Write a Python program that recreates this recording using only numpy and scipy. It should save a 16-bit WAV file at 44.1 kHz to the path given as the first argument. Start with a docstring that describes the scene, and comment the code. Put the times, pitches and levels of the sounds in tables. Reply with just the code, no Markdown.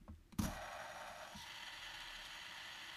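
"""Fidget spinner on a stand

A plastic spinner on an upright stand is flicked on a table in a small room. A finger knocks and
scrapes an arm, the tabletop booms, then the balls of the bearing rattle densely through the stand
and the steel races. While a hand holds the stand down the whirr is low and hollow; once the hand
lifts it turns brighter."""
import sys
import numpy as np
from scipy import signal
from scipy.fft import rfft, irfft
from scipy.io import wavfile
from scipy.ndimage import uniform_filter1d

SR = 44100
rng = np.random.default_rng(int(sys.argv[2]) if len(sys.argv) > 2 else 0)


def inscribe(sig):
    """Save sig as 16-bit PCM at rate SR to the path in sys.argv[1].

    A 1-D sig is mono; a 2-D sig holds one channel per row.
    Samples are clipped to [-1, 1] before scaling.
    """
    pcm = np.round(np.clip(np.atleast_2d(sig).T, -1, 1) * 32767)
    wavfile.write(sys.argv[1], SR, pcm.astype(np.int16))


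N = 130536
t = np.arange(N) / SR


def undb(db):
    """Decibels to gain."""
    return 10 ** (np.asarray(db) / 20)

def unit(x):
    """Scale to an rms of 1."""
    return x / np.sqrt(np.mean(x ** 2))

def fader(rows):
    """Gain along rows of t/s, level/dB; silent before the first."""
    when, db = np.array(rows).T
    return undb(np.interp(t, when, db)) * (t >= when[0])

def noise():
    """White noise."""
    return rng.standard_normal(N)

def flutter(rate_hz):
    """Smooth random wobble with a spread of 1 and no slow drift."""
    hold = int(SR / rate_hz)
    steps = uniform_filter1d(noise()[np.arange(N) // hold], hold)
    return unit(steps - uniform_filter1d(steps, 10 * hold))

def convolve(x, response):
    """Filter by an impulse response scaled to unit energy."""
    return signal.fftconvolve(x, response / np.linalg.norm(response))[:N]

def eq(x, points):
    """Minimum-phase EQ through points of f/Hz, level/dB."""
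    hz, db = np.array(points).T
    bins_hz = np.fft.rfftfreq(4096, 1 / SR) + 1
    gain = undb(np.interp(np.log(bins_hz), np.log(hz), db))
    cepstrum = irfft(np.log(gain))
    cepstrum[1:2048] *= 2
    cepstrum[2049:] = 0
    return convolve(x, irfft(np.exp(rfft(cepstrum))))

def ring(x, modes):
    """Resonator bank: damped cosines of alternating polarity."""
    age = t[:SR // 2]
    response = 0
    for k, (hz, width, db) in enumerate(modes):
        envelope = undb(db) * width * np.exp(-np.pi * width * age)
        response += (-1) ** k * envelope * np.cos(2 * np.pi * hz * age)
    return convolve(x, response)

def band(x, hz, kind, order=4):
    """High-pass or low-pass."""
    return signal.sosfilt(signal.butter(order, hz, kind, fs=SR, output="sos"), x)

def ticks(per_s, scatter_db):
    """Dense tiny impacts of random size."""
    hits = (rng.random(N) < per_s / SR) * np.sign(noise())
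    return unit(hits * undb(scatter_db * np.clip(noise(), -2, 2)))

def burst(start, decay):
    """Contact noise with an instant attack and an exponential tail."""
    return np.sign(noise()) * (t >= start) * np.exp(-np.abs(t - start) / decay)


# Room tone EQ: f/Hz, level/dB
AIR_EQ = [(20, -15.5), (40, 5.5), (60, -4.5), (120, -1), (210, -6.5), (270, -8.5), (340, -0.5),
          (430, -19.5), (800, -20.5), (2000, -21), (5000, -28), (15000, -35.5)]
# Fader ride on the hum: t/s, level/dB
HUM_FADER = [(0, -65.5), (.35, -72.5), (.5, -52), (.7, -71), (1.1, -91), (1.6, -86), (1.9, -69.5),
             (2.2, -65), (2.4, -98), (2.96, -86)]

def room_tone():
    """A bed of quiet air and a deep, wavering hum."""
    hum_hz = 37.9 * (1 + 0.06 * flutter(rate_hz=5.7))
    hum = unit(np.sin(2 * np.pi * np.cumsum(hum_hz) / SR))
    return undb(-70) * eq(noise(), AIR_EQ) + hum * fader(HUM_FADER)


# Soft hand hits: t/s, level/dB, decay/s, low-pass f/Hz
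HAND_BUMPS = [(.005, -57, 0.027, 400), (0.08, -46.5, 0.026, 398), (1.34, -48.5, 0.036, 130)]

def hand_bumps():
    """Dull pushes as the hand presses on the table and leaves it."""
    return sum(undb(db) * band(burst(start, decay), hz, "low", order=1)
               for start, db, decay, hz in HAND_BUMPS)


# Boom of the tabletop: f/Hz, width/Hz, level/dB
TABLE_MODES = [(37, 4.7, -6.5), (79.3, 7.4, 5.5), (122, 57, -4), (152.6, 47, -1.5), (210.2, 26, 1.5),
               (315.5, 10, -11)]

def tabletop(push):
    """The table answers a push with its low modes."""
    return band(ring(push, TABLE_MODES), 415, "low")


# Dull knock EQ: f/Hz, level/dB
KNOCK_EQ = [(150, -4), (500, -0.5), (750, -4), (1150, 2), (1600, -14.5), (3000, -26), (10000, -45)]

def foot_knock():
    """The stand settles on its foot."""
    return eq(undb(-52.5) * burst(start=.0795, decay=0.0089), KNOCK_EQ)


# Stray ticks and grazes: t/s, level/dB, decay/s
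STRAY_TICKS = [(0.15, -72, 0.0036), (1.364, -60, 0.11), (1.418, -51.5, 0.01), (2.004, -50.5, 0.0037),
               (2.25, -55, 0.024)]
# Steely hiss EQ: f/Hz, level/dB
STEEL_EQ = [(500, -17), (2000, -13.5), (3600, 10.5), (5000, 4), (7000, -7), (8000, -4), (10000, -5),
            (11800, -4.5), (13300, -9.5), (15000, -20)]

def ticks_and_grazes():
    """Light steely ticks, and a brief hiss as the hand slides off."""
    return eq(sum(undb(db) * burst(start, decay) for start, db, decay in STRAY_TICKS), STEEL_EQ)


# Finger hits on plastic: t/s, click level/dB, thump level/dB, click decay/s, low-pass f/Hz
FINGER_HITS = [(0.3237, -52, -54, 0.0052, 4940), (0.3865, -42.5, -45, 0.004, 14500)]
# Click EQ: f/Hz, level/dB
CLICK_EQ = [(150, 5), (500, -2.5), (1000, 2), (1400, -0.5), (2300, 0), (3100, -7), (3900, -1.5), (5000, -9),
            (6000, -11), (8000, -12), (11000, -7), (15000, -16)]
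# Finger dragging along the arm: t/s, level/dB
DRAG_FADER = [(.38, -76), (.392, -39.5), (.41, -52), (.425, -42.5), (.458, -42.5), (.47, -52), (.5, -54.5),
              (.56, -57.5), (.6, -100)]
# Scrape EQ: f/Hz, level/dB
SCRAPE_EQ = [(150, 13.5), (500, -2.5), (1000, 4), (2000, -11), (4000, -7.5), (6300, -7), (8000, -17),
             (11000, -10), (15000, -19)]

def flick():
    """The finger clicks and scrapes on an arm, which also rings the steel races."""
    clicks = sum(undb(db) * band(burst(start, decay), hz, "low", order=1)
                 for start, db, _, decay, hz in FINGER_HITS)
    drag = ticks(per_s=1500, scatter_db=1) * fader(DRAG_FADER)
    steel = undb(-13) * ring(clicks + drag, RACE_MODES)
    return eq(clicks, CLICK_EQ) + eq(drag, SCRAPE_EQ) + steel


# Table shudder under the flick: t/s, level/dB
SHUDDER_FADER = [(.38, -82), (.392, -45), (.45, -38.5), (.48, -47), (.53, -58), (.6, -70), (.7, -83),
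                 (.9, -110)]

def flick_weight():
    """The flick passes down the stand into the table: thumps, one sharp shove and a shudder."""
    thumps = sum(undb(db) * burst(start, decay=0.025) for start, _, db, _, _ in FINGER_HITS)
    shove_s, half_width_s = FINGER_HITS[-1][0] + 0.0029, 0.00059
    shove = undb(-37) * np.exp(-((t - shove_s) / half_width_s) ** 2)
    return thumps + shove + noise() * fader(SHUDDER_FADER)


def bearing(spin, swell):
    """Balls roll unevenly: two streams of ticks, to drive resonances and broadband body."""
    load = spin * undb(0.06 * swell + 0.78 * flutter(rate_hz=139.1))
    return [load * ticks(per_s=3500, scatter_db=4) for _ in range(2)]


# Steel ring of the races: f/Hz, width/Hz, level/dB
RACE_MODES = [(5754, 58, 1), (6630, 55, 3.5), (7010, 43, -2.5), (7860, 70, -13), (8210, 120, -12.5),
              (10600, 93, -6), (11140, 155, -5.5)]

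def races(balls, rolling, swell):
    """The steel hisses under the balls and sings louder once each round."""
    return undb(-70.5 + 2 * swell) * ring(balls, RACE_MODES) + undb(-65.5) * eq(rolling, STEEL_EQ)


# Hollow resonances of the held stand: f/Hz, width/Hz, level/dB
HELD_MODES = [(614, 63, -2), (708, 68, -1), (803, 31, -1.5), (903.6, 15, -2), (1123, 54, -8),
              (1303, 54, -5.5), (1547, 98, -6.5), (1924, 97, -7.5), (2434, 140, -12.5), (3066, 73, -15),
              (5690, 71, -22)]
# Body between them: f/Hz, level/dB
HELD_EQ = [(200, -19), (480, -12.5), (620, 3), (1500, -3.5), (2200, -19), (3600, -4), (5000, -15.5),
           (8000, -42), (15000, -30.5)]
# Hollow whirr, out as the hand lifts: t/s, level/dB
HELD_FADER = [(.44, -51), (.56, -51.5), (.76, -50), (.92, -52), (1.05, -51.5), (1.15, -54), (1.24, -52),
              (1.29, -58), (1.34, -63), (1.39, -82), (1.6, -110)]
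STAND_LOW_CUT_HZ = 544

def held_stand(balls, rolling):
    """The bearing rattles through the stand, low and hollow while the hand bears on it."""
    tone = band(ring(balls, HELD_MODES), STAND_LOW_CUT_HZ, "high", order=8)
    return (tone + undb(-6.5) * eq(rolling, HELD_EQ)) * fader(HELD_FADER)

def rolling_rumble(spin):
    """The stand passes the rolling on to the table, more so while held."""
    return noise() * spin * (undb(-77) + undb(-22) * fader(HELD_FADER))


# Bright resonances of the free stand: f/Hz, width/Hz, level/dB
FREE_MODES = [(683, 44, -12.5), (883, 95, -3.5), (953.5, 52, -0.5), (1305, 35, -5), (1468, 31.5, 1.5),
              (1742, 86, 2.5), (1985, 123, 2), (2713, 55, -2), (3033, 154, 1.5), (3157, 117, 1.5),
              (3310, 65, -3.5), (4037, 104, -4), (4475, 105, -3), (4753, 56, -9.5)]
# Body between them: f/Hz, level/dB
FREE_EQ = [(200, -30), (490, -21), (570, -5.5), (660, -6.5), (850, -3), (1600, -4), (2300, -3.5), (3400, 3),
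           (5200, -19.5), (8000, -20.5), (15000, -47.5)]
# Bright whirr, in as the hand lifts: t/s, level/dB
FREE_FADER = [(1.15, -73), (1.29, -64), (1.39, -60.5), (1.5, -55), (1.7, -54.5), (2.96, -55)]

def free_stand(balls, rolling):
    """Left free, the stand rings higher under the same rattle."""
    tone = band(ring(balls, FREE_MODES), STAND_LOW_CUT_HZ, "high", order=8)
    return (tone + eq(rolling, FREE_EQ)) * fader(FREE_FADER)


# Ring of the loose foot: f/Hz, width/Hz, level/dB
FOOT_MODES = [(886, 35, -2), (952, 23, 1.5), (3360, 270, -10.5), (4370, 230, -12.5), (5810, 120, -11)]
# Its brief swell: t/s, level/dB
FOOT_FADER = [(1.3, -88), (1.36, -58.5), (1.4, -55), (1.46, -65), (1.55, -70), (1.7, -85)]

def loose_foot(balls):
    """The loosened foot rings while the last fingers slide off."""
    return ring(balls, FOOT_MODES) * fader(FOOT_FADER)


def room(x, t60_s=0.13, wet_db=-14):
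    """Short scattered echoes off table and walls."""
    tail = band(noise(), 10500, "low", order=1) * undb(-60 * t / t60_s) * (t > .003)
    return x + undb(wet_db) * convolve(x, tail)

def scene():
    """Mono mix of spinner, hand and table over the room tone."""
    rise_centre_s, rise_s = 0.404, 0.079  # the rattle fades in with the flick
    spin = .5 + .5 * np.sin(np.pi * np.clip((t - rise_centre_s) / rise_s, -.5, .5))
    cage_hz = 11.6 * np.exp(-0.064 * t)  # rounds of the balls, gently slowing
    swell = np.sin(2 * np.pi * np.cumsum(cage_hz) / SR)
    balls, rolling = bearing(spin, swell)
    contacts = foot_knock() + ticks_and_grazes() + flick()
    stand = held_stand(balls, rolling) + free_stand(balls, rolling) + loose_foot(balls)
    spinner = contacts + races(balls, rolling, swell) + stand
    low_end = tabletop(hand_bumps() + flick_weight() + rolling_rumble(spin))
    return (room_tone() + low_end + room(spinner))[None]

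def record(dry):
    """The microphone cuts the top steeply above 15.3 kHz."""
    return signal.sosfilt(signal.ellip(10, .2, 70, 15300, fs=SR, output="sos"), dry)


dry = scene()
out = record(dry)
inscribe(out)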